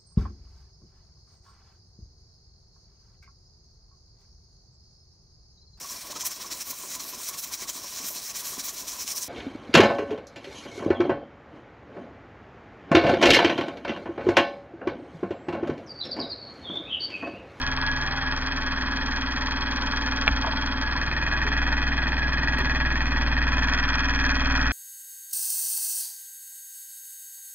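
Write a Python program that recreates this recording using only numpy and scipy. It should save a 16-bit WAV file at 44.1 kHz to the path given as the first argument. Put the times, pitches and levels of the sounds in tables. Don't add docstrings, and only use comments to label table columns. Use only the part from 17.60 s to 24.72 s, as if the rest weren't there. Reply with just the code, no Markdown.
import sys
import numpy as np
from scipy import signal
from scipy.fft import rfft, irfft, next_fast_len
from scipy.io import wavfile
from scipy.ndimage import uniform_filter1d

SR = 44100
rng = np.random.default_rng(int(sys.argv[2]) if len(sys.argv) > 2 else 0)


def int16_out(signal):
    q = np.round(np.clip(np.atleast_2d(signal).T, -1, 1) * 32767)
    wavfile.write(sys.argv[1], SR, q.astype(np.int16))


def boost_factor(decibels):
    exponent = np.asarray(decibels, float) / 20
    return 10 ** exponent


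N = 313992
TIME_S = np.arange(N) / SR
CUT_S, CUT_DB = 4.98889, -23


def evened(x):
    return x / np.sqrt(np.mean(x ** 2) + 1e-20)


def curve(rows):
    s, *columns = np.transpose(rows)
    return [np.interp(TIME_S, s, column) for column in columns]


def drift(hz):
    knots = rng.standard_normal(400)
    return evened(uniform_filter1d(np.interp(TIME_S * hz, np.arange(len(knots)), knots), size=2000))


# (time [s], place [0 wide, 1 at the tubes, 2 at the crank end], nearness [dB])
CAMERA = [
    (0, 0, -5.5),
    (1.5, 0.29, -3.5),
    (3, -0.37, -1),
    (4, 1.76, -2),
    (4.5, 1, 0.5),
    (5, 1, 1.5),
    (5.4, 1.3, 0.5),
    (5.8, 1.3, 2.5),
    (6.2, 2.5, -4),
    (7.12, 5, -1.5),
]


def by_place(levels_db):
    s, place, _ = np.transpose(CAMERA)
    coarse = np.arange(0, N + 256, 256)
    place_then = np.interp(coarse / SR, s, place)
    level_db = np.interp(place_then, np.arange(len(levels_db)), levels_db)
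    return np.interp(np.arange(N), coarse, boost_factor(level_db))


def resonate(x, hz, width):
    r = np.exp(-np.pi * width / SR)
    return signal.lfilter([1], [1, -2 * r * np.cos(2 * np.pi * hz / SR), r * r], x)


def ring(x, modes, skirt_hz=500):
    out = np.zeros(N)
    for hz, width, *levels_db in modes:
        narrow = resonate(x, hz, width)
        out += by_place(levels_db) * evened(resonate(narrow, hz, width + skirt_hz))
    return out


def struck(rings):
    out, t = np.zeros(N), np.arange(SR // 3) / SR
    rise_cycles, rough = 0.9, 0.2
    for s, db, hz, t60 in rings:
        grain = evened(uniform_filter1d(rng.standard_normal(len(t)), size=16))
        crackle = 1 + rough * np.minimum(hz / 1000, 1) * grain
        onset = 1 - np.exp(-(t * max(hz, 600) / rise_cycles) ** 2)
        out[round(s * SR):][:len(t)] += crackle * boost_factor(db - 60 * t / t60) * onset * np.sin(2 * np.pi * hz * t)
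    return out


# (time [s], shaft speed [turns/s])
SPEED = [
    (0, 20.048),
    (.8, 20.033),
    (3.7, 19.945),
    (4.9889, 19.757),
    (4.989, 19.439),
    (5.7, 19.467),
    (7.12, 19.27),
]
START_TURN, SKIP_TURNS = -0.054, 0.606


def shaft():
    return START_TURN + np.cumsum(curve(SPEED)[0]) / SR + SKIP_TURNS * (TIME_S >= CUT_S)


KNOCK_TURNS = [.015, .115, .238, .335, .428, .51, .585, .675, .77]
# (plate [dB], tubes [dB], crank [dB], pins [dB], glass [dB])
KNOCKS = [
    [(-2, -10, -12, -19, -15), (-5, -10, -20, -23, -14), (-7, 4, -15, 6, 6), (-4, -13, -20, -22, -11),
     (-8, 4, 3, -1, 5), (-4, -15, -21, -11, -2), (-14, -5, -25, -19, -14), (0, -11, -20, -18, -7),
     (-4, -7, -15, -16, -16)],
    [(-2, -12, -10, -15, -15), (-5, -22, -5, -19, -16), (-1, 1, -2, 3, -3), (-4, -13, -4, -18, -15),
     (0, -2, -6, 4, 1), (-1, -18, -1, -14, -7), (-3, -15, -1, -17, -21), (-2, -9, -4, -20, 0),
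     (-3, -26, -8, -21, -16)],
    [(-3, -4, -7, -16, -20), (-5, -11, -13, -16, -17), (0, 4, -6, -3, -2), (-5, -10, -13, -12, -16),
     (-1, 0, 2, 1, 3), (-8, -3, -14, -7, -8), (-2, -21, -9, -14, -7), (2, -4, -6, -17, 3),
     (-3, -12, -12, -13, -19)],
]
# (wide [dB], at the tubes [dB], at the crank end [dB])
UPPER_PLATE_KNOCKS = [(-11, -6, -11), (-12, -8, -10), (-12, -5, -7), (0, 0, 2), (-14, -9, -9), (1, -1, -3),
                      (-4, 1, -9), (-16, -4, -4), (3, -2, 1)]
# (time [s], peak [dB])
SET_KNOCKS = [(0.3721, -17.5), (0.4739, -17), (0.774, -19.5), (1.064, -17.5), (1.1727, -19.5), (2.161, -18),
              (3.0622, -15.5), (3.3126, -17.5), (3.414, -15), (3.513, -13.5), (3.6169, -19.5), (3.6643, -16.5),
              (3.7136, -18.5), (3.764, -21), (3.866, -17.5), (3.9175, -17), (4.0168, -18.5), (4.118, -21),
              (4.1678, -18), (4.2174, -18.5), (4.318, -19), (4.4188, -20), (4.4577, -14), (4.5227, -16),
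              (4.5673, -17.5), (4.6198, -20.5), (4.6717, -22), (4.7224, -19.5), (4.8209, -22), (4.8827, -14.5),
              (4.9727, -20.5), (5.0459, -18), (5.1007, -13), (5.201, -16.5), (5.2503, -19), (5.3553, -16.5),
              (5.405, -16), (5.4562, -18.5), (5.5082, -20), (5.665, -23.5), (5.7659, -17.5), (5.8163, -17),
              (5.9698, -18), (6.086, -13), (6.28, -20.5), (6.3315, -19), (6.59, -16), (6.6407, -17),
              (6.6926, -14), (6.7462, -20), (6.8479, -18.5), (7.0016, -20.5)]
USUAL_DB = -18
# (wide [dB], at the tubes [dB], at the crank end [dB])
RUB_DB = [(-9, -11, -12), (-10, -23, -21), (-16, -9, -13), (-17, -18, -15), (-14.5, -16, -16.5),
          (-12, -12, -12)]
RATTLE_S = [0.0012, 0.0033, 0.00072, 0.0019, .0014, 0.00093]
BLOW = [10, 10, 12, 14, 2, 20]
LATE_TURNS = [0, .012, 0, .014, -.022, -.018]
TURN_DB = [1.2, .3, .4, 1.3, 1.3, 1.4]


def knocks(part, play):
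    jitter_s, creep_s, spread_db, creep_db = 0.0003, 0.0004, 1.0, 1.0
    repeat, stroke_db, chatter_rise_s = 0.9, 3.5, 0.0007
    turns = shaft()
    angle = np.arange(len(play))[:, None] - 1 + np.array(KNOCK_TURNS)
    due = np.interp(angle, turns, TIME_S, left=-1, right=99)

    late_creep = evened(uniform_filter1d(play[..., 0], size=9, axis=0))
    force_creep = evened(uniform_filter1d(rng.standard_normal(angle.shape), size=9, axis=0))
    at = due + jitter_s * play[..., 0] + creep_s * late_creep
    own_chance = rng.standard_normal(angle.shape)
    chance_db = spread_db * (0.8 * play[..., 1] + 0.6 * own_chance) + creep_db * force_creep

    place = np.interp(due, *np.transpose(CAMERA)[:2])
    table = np.dstack([KNOCKS, np.transpose(UPPER_PLATE_KNOCKS)])[..., part]
    strength_db = np.zeros(angle.shape)
    for here, forces_db in zip(np.eye(len(table)), table):
        strength_db += np.interp(place, np.arange(len(table)), here) * forces_db

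    for hit_s, db in SET_KNOCKS:
        nearest = np.unravel_index(abs(due - hit_s).argmin(), due.shape)
        at[nearest], chance_db[nearest] = hit_s, db - USUAL_DB
    chance_db += TURN_DB[part] * play[:, :1, 2]
    at += LATE_TURNS[part] / 20

    heard = (at > 0) & (at < (N - 1) / SR) & (abs(due - CUT_S) > 1.2e-4)
    blows = np.zeros(N)
    np.add.at(blows, (at[heard] * SR).astype(int), boost_factor(strength_db + chance_db)[heard])
    risen = signal.lfilter(*signal.butter(1, 1 / (np.pi * chatter_rise_s * SR)), blows)
    chatter = signal.lfilter([1], [1, -np.exp(-1 / (RATTLE_S[part] * SR))], risen)

    angle_now = turns % 1
    surface = rng.standard_normal(SR // 20)
    worn = surface[(angle_now * len(surface)).astype(int)]
    fresh = rng.standard_normal((2, N))
    load_db = stroke_db * np.cos(2 * np.pi * (angle_now - 0.6))
    rattle = chatter * (repeat * worn + np.sqrt(1 - repeat ** 2) * fresh[0])
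    rub = by_place(RUB_DB[part]) * boost_factor(load_db) * (0.42 * worn + 1.2 * fresh[1])
    return rattle + rub + BLOW[part] * blows


# (pitch [Hz], width [Hz], wide [dB], at the tubes [dB], at the crank end [dB])
PLATE = [(630, 98, -56, -62.5, -63), (776, 110, -59, -51.5, -51), (903, 25, -47, -43, -48),
         (995, 57, -43.5, -42.5, -41), (1117.6, 135, -38, -40, -37.5), (1665, 13, -39.5, -34.5, -35.5)]
TUBES = [(1668, 25, -53, -45.5, -44.5), (1773, 50, -49, -39, -36.5), (1842, 82, -43, -29, -33.5),
         (1921, 24, -49.5, -39, -40.5), (2479, 86, -48, -33.5, -36.5), (2380, 200, -48, -46.5, -43.5)]
CRANK = [(3283, 39, -42, -55, -44), (3189, 130, -41, -47, -42.5), (3326, 60, -54, -51.5, -48)]
PINS = [(4270, 70, -50, -45.5, -44), (4370, 100, -51, -54, -61.5)]
GLASS = [(3810, 94, -54, -63, -57.5), (5290, 1100, -41.5, -43, -42.5), (5690, 630, -48, -45.5, -40),
         (5460, 530, -63, -56.5, -49.5)]
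UPPER_PLATE = [(1363, 73, -43.5, -47, -39), (1473, 38, -42.5, -48.5, -37.5), (1542, 15, -50.5, -49, -43.5)]


def linkage(play):
    parts = (PLATE, TUBES, CRANK, PINS, GLASS, UPPER_PLATE)
    rung = sum(ring(knocks(k, play), modes) for k, modes in enumerate(parts))
    return boost_factor(0.018 * curve(CAMERA)[1]) * rung


# (wide [dB], at the tubes [dB], at the crank end [dB])
HUM_DB = [-31.5, -29, -24.5]
# (shaft order [per turn], wide [dB], at
# the tubes [dB], at the crank end [dB], extra until the hand presses the plate [dB])
SHAKE = [(1, -33, -33, -27.5, 2), (2, -43, -41.5, -38, -2.5), (4, -46, -42.5, -42.5, 6),
         (5, -54, -49, -46.5, -2), (6, -46.5, -56.5, -44, -6), (7, -50, -41.5, -42.5, 12),
         (8, -52.5, -45.5, -43.5, 0), (9, -55.5, -50.5, -56, -6.5), (10, -49.5, -53, -45.5, -11.5),
         (11, -47, -51, -48.5, -7), (12, -46.5, -49, -45, -19.5), (13, -38, -43.5, -39.5, -1.5),
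         (14, -41, -47, -36.5, -7), (15, -51, -48.5, -46.5, -9),
         (16, -57, -55, -63, 3), (17, -59, -55, -51, 6), (19, -59, -63, -62, -1), (21, -60, -64, -66, -9),
        (25, -61, -72, -61, -6), (27, -58, -59, -62, -1), (28, -60, -59, -54, -8), (30, -55, -55, -58, 4),
        (31, -63, -62, -55, -9), (32, -59, -62, -55, -2), (33, -68, -58, -59, 14), (34, -66, -57, -65, 7),
        (38, -68, -58, -57, 12), (40, -64, -57, -51, -5), (44, -49, -58, -60, -2)]
# (pitch [Hz], width [Hz], wide [dB], at the tubes [dB], at the crank end [dB])
BENCH = [(267.7, 26, -44, -40.5, -45.5), (330.6, 26, -57, -48.5, -56)]
THUMP_TURNS = [.63, .625, .575]
PRESS_S = 0.4, 1.35


def bench(wander_db=0.8, wander_turns=0.03):
    thump_lag, rod_lag, scatter = 0.092, -0.2, 0.4
    near_shake = 0.68
    sing_hz, sing_db = 1661.5, -32
    place, near_db = curve(CAMERA)
    turns = shaft() - np.interp(place, np.arange(3), THUMP_TURNS)
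    slack = np.interp(TIME_S, PRESS_S, [1, 0])
    orders = by_place(HUM_DB) * boost_factor(near_db) * np.cos(2 * np.pi * (3 * turns - thump_lag))
    for order, *levels_db, slack_db in SHAKE:
        loose = min(order / 9, 1.3)
        lag = thump_lag + rod_lag * (order == 2) + scatter * rng.standard_normal() * (order > 8)
        angle = order * turns - lag + loose * wander_turns * drift(3)
        swell_db = near_shake * near_db + slack * slack_db + loose * wander_db * drift(3)
        orders += by_place(levels_db) * boost_factor(swell_db) * np.cos(2 * np.pi * angle)
    table_top = ring(rng.standard_normal(N), BENCH)
    sing_turns = np.cumsum(sing_hz + 1.7 * drift(10)) / SR
    singing = slack * boost_factor(sing_db + 1.8 * drift(6.3)) * np.sin(2 * np.pi * sing_turns)
    return np.sqrt(2) * orders + table_top + singing


# (time [s], peak [dB], pitch [Hz])
PINGS = [(1.285, -23, 1000), (1.385, -27, 899), (1.534, -28, 894), (1.834, -24, 993), (2.084, -26, 980),
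         (2.334, -25, 891), (3.354, -24, 1010), (5.71, -26, 894), (5.865, -26, 956), (5.969, -26, 991),
         (6.071, -25, 942)]


def plate_pings():
    return struck([(*ping, 0.058) for ping in PINGS])


# (time [s], peak [dB], pitch struck [Hz], reach [octaves])
CLICKS = [(2.6694, -7, 1000, 0.4), (2.6716, -10, 1133, 0.34), (2.6705, -15, 1483, 0.31),
          (2.6779, 1.5, 2000, 0.7), (2.6885, -11, 1500, 0.6), (2.782, -15, 1000, .3),
          (2.8435, -8, 1000, 0.35), (2.8465, -3, 940, 0.28), (2.8495, -16, 1440, 0.28),
          (2.871, -17, 1390, 0.23), (2.8685, -5, 1000, .3), (2.8715, -10, 1100, 0.2),
          (2.8747, -7, 900, 0.3), (2.8755, -9, 656, 0.091), (2.934, -9, 890, 0.25)]
# (pitch [Hz], level [dB], t60 [s])
SHELL = [(641, -10.5, 0.074), (920, -13, 0.029), (1050, -12, 0.025), (1240, -8, 0.02), (1430, -3, 0.014),
         (1650, -3, 0.012), (2400, -3.5, 0.016), (2600, -6, 0.012), (3380, -6, 0.018), (3950, -3, 0.016),
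         (5130, 0, .008)]
# (time [s], peak [dB], pitch [Hz], t60 [s])
BUMPS = [
    (2.678, -25, 43.5, 0.28),
    (2.679, -27, 180, 0.092),
    (2.684, -33, 600, 0.05),
    (2.7085, -17.5, 58.3, 0.23),
    (3.85, -33.5, 418, 0.31),
    (5., -34, 380, .3),
]


def camera_body():
    rings = []
    for s, db, struck_hz, reach in CLICKS:
        for hz, mode_db, t60 in SHELL:
            off_pitch = np.log2(hz / struck_hz) / reach
            rings.append((s, db + mode_db - 6 * off_pitch ** 2, hz, t60))
    return struck(rings + list(BUMPS))


# (frequency [Hz], level [dB per Hz])
WASH = [(25, 5), (265, -16), (515, -29), (1690, -1), (2900, -22), (3630, -22.5), (4260, -12), (5630, -58)]
SKIRT_HZ = 5650


def wash(play):
    hz = np.fft.rfftfreq(N, 1 / SR)
    gated = 0.95 * hz ** 2 / (hz ** 2 + 1500 ** 2)
    beating = rfft(evened(knocks(4, play)))
    steady = rfft(rng.standard_normal(N))
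    drive = gated * beating + np.sqrt(1 - gated ** 2) * steady
    f, level_db = np.transpose(WASH)
    colour = boost_factor(np.interp(np.log(np.minimum(hz, SKIRT_HZ - 300) + 1), np.log(f), level_db))
    colour *= hz ** 4 / (hz ** 4 + 14.0 ** 4)
    return boost_factor(-35.5) * by_place([0, 0.7, 1.5]) * evened(irfft(drive * colour, N))


def whistle():
    start_s, length_s, base_hz, bend_hz, level_db = 0.44, 0.26, 765, 42, -43
    arch = np.sin(np.pi * np.clip((TIME_S - start_s) / length_s, 0, 1)).clip(0)
    turns = np.cumsum(base_hz + bend_hz * arch) / SR
    return boost_factor(level_db) * np.sqrt(2 * arch) * np.sin(2 * np.pi * turns)


def scene():
    play = rng.standard_normal((int(shaft()[-1]) + 2, len(KNOCK_TURNS), 3))
    engine = linkage(play) + bench() + plate_pings()
    return np.tile(engine + camera_body() + wash(play) + whistle(), (2, 1))


def gate(skirt, size, share, chance_db):
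    power = uniform_filter1d(skirt ** 2, size=size) * boost_factor(chance_db * drift(24))
    return uniform_filter1d(1.0 * (power < np.quantile(power, share)), size=size // 3)


def low_pass(x):
    return signal.sosfilt(signal.butter(12, 16000, fs=SR, output="sos"), x)


def record(dry):
    limit = 1.1
    left_lag, mono_hz = 3.68, 110
    edge_hz, spike_hz, spike_end_hz, spike_db = 5600, 6330, 6900, -11
    size = next_fast_len(N + 4096)
    hz = np.fft.rfftfreq(size, 1 / SR)
    lag = left_lag * hz ** 4 / (hz ** 4 + mono_hz ** 4)
    band = hz / (hz + 2) / np.sqrt(1 + (hz / edge_hz) ** 13) / np.sqrt(1 + (hz / spike_end_hz) ** 40)
    bent = np.pad(limit * np.tanh(dry / limit), ((0, 0), (0, size - N)), "reflect")
    wide = rfft(bent) * band * np.exp(-1j * np.pi * hz / SR * lag * np.array([[1], [-1]]))

    skirt = irfft(wide * np.clip((hz - SKIRT_HZ) / 150, 0, 1), size)[:, :N]
    spike = irfft(wide * np.clip((hz - spike_hz) / 100, 0, 1), size)[:, :N]
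    shut = gate(skirt[0], size=800, share=0.53, chance_db=8)
    spike_open = (1 - shut) * (1 - gate(spike[0], size=150, share=0.8, chance_db=9))
    out = irfft(wide, size)[:, :N] - shut * (skirt - spike)
    out -= (1 - boost_factor(spike_db) * spike_open) * spike

    out[:, round(CUT_S * SR) + np.arange(2)] += boost_factor(CUT_DB) * boost_factor(np.array([[2.3], [-2.3]])) * [1, 0.5]
    out[:, -64:] *= np.linspace(1, 0.1, 64)
    return low_pass(out)


dry = scene()
out = record(dry)
int16_out(out)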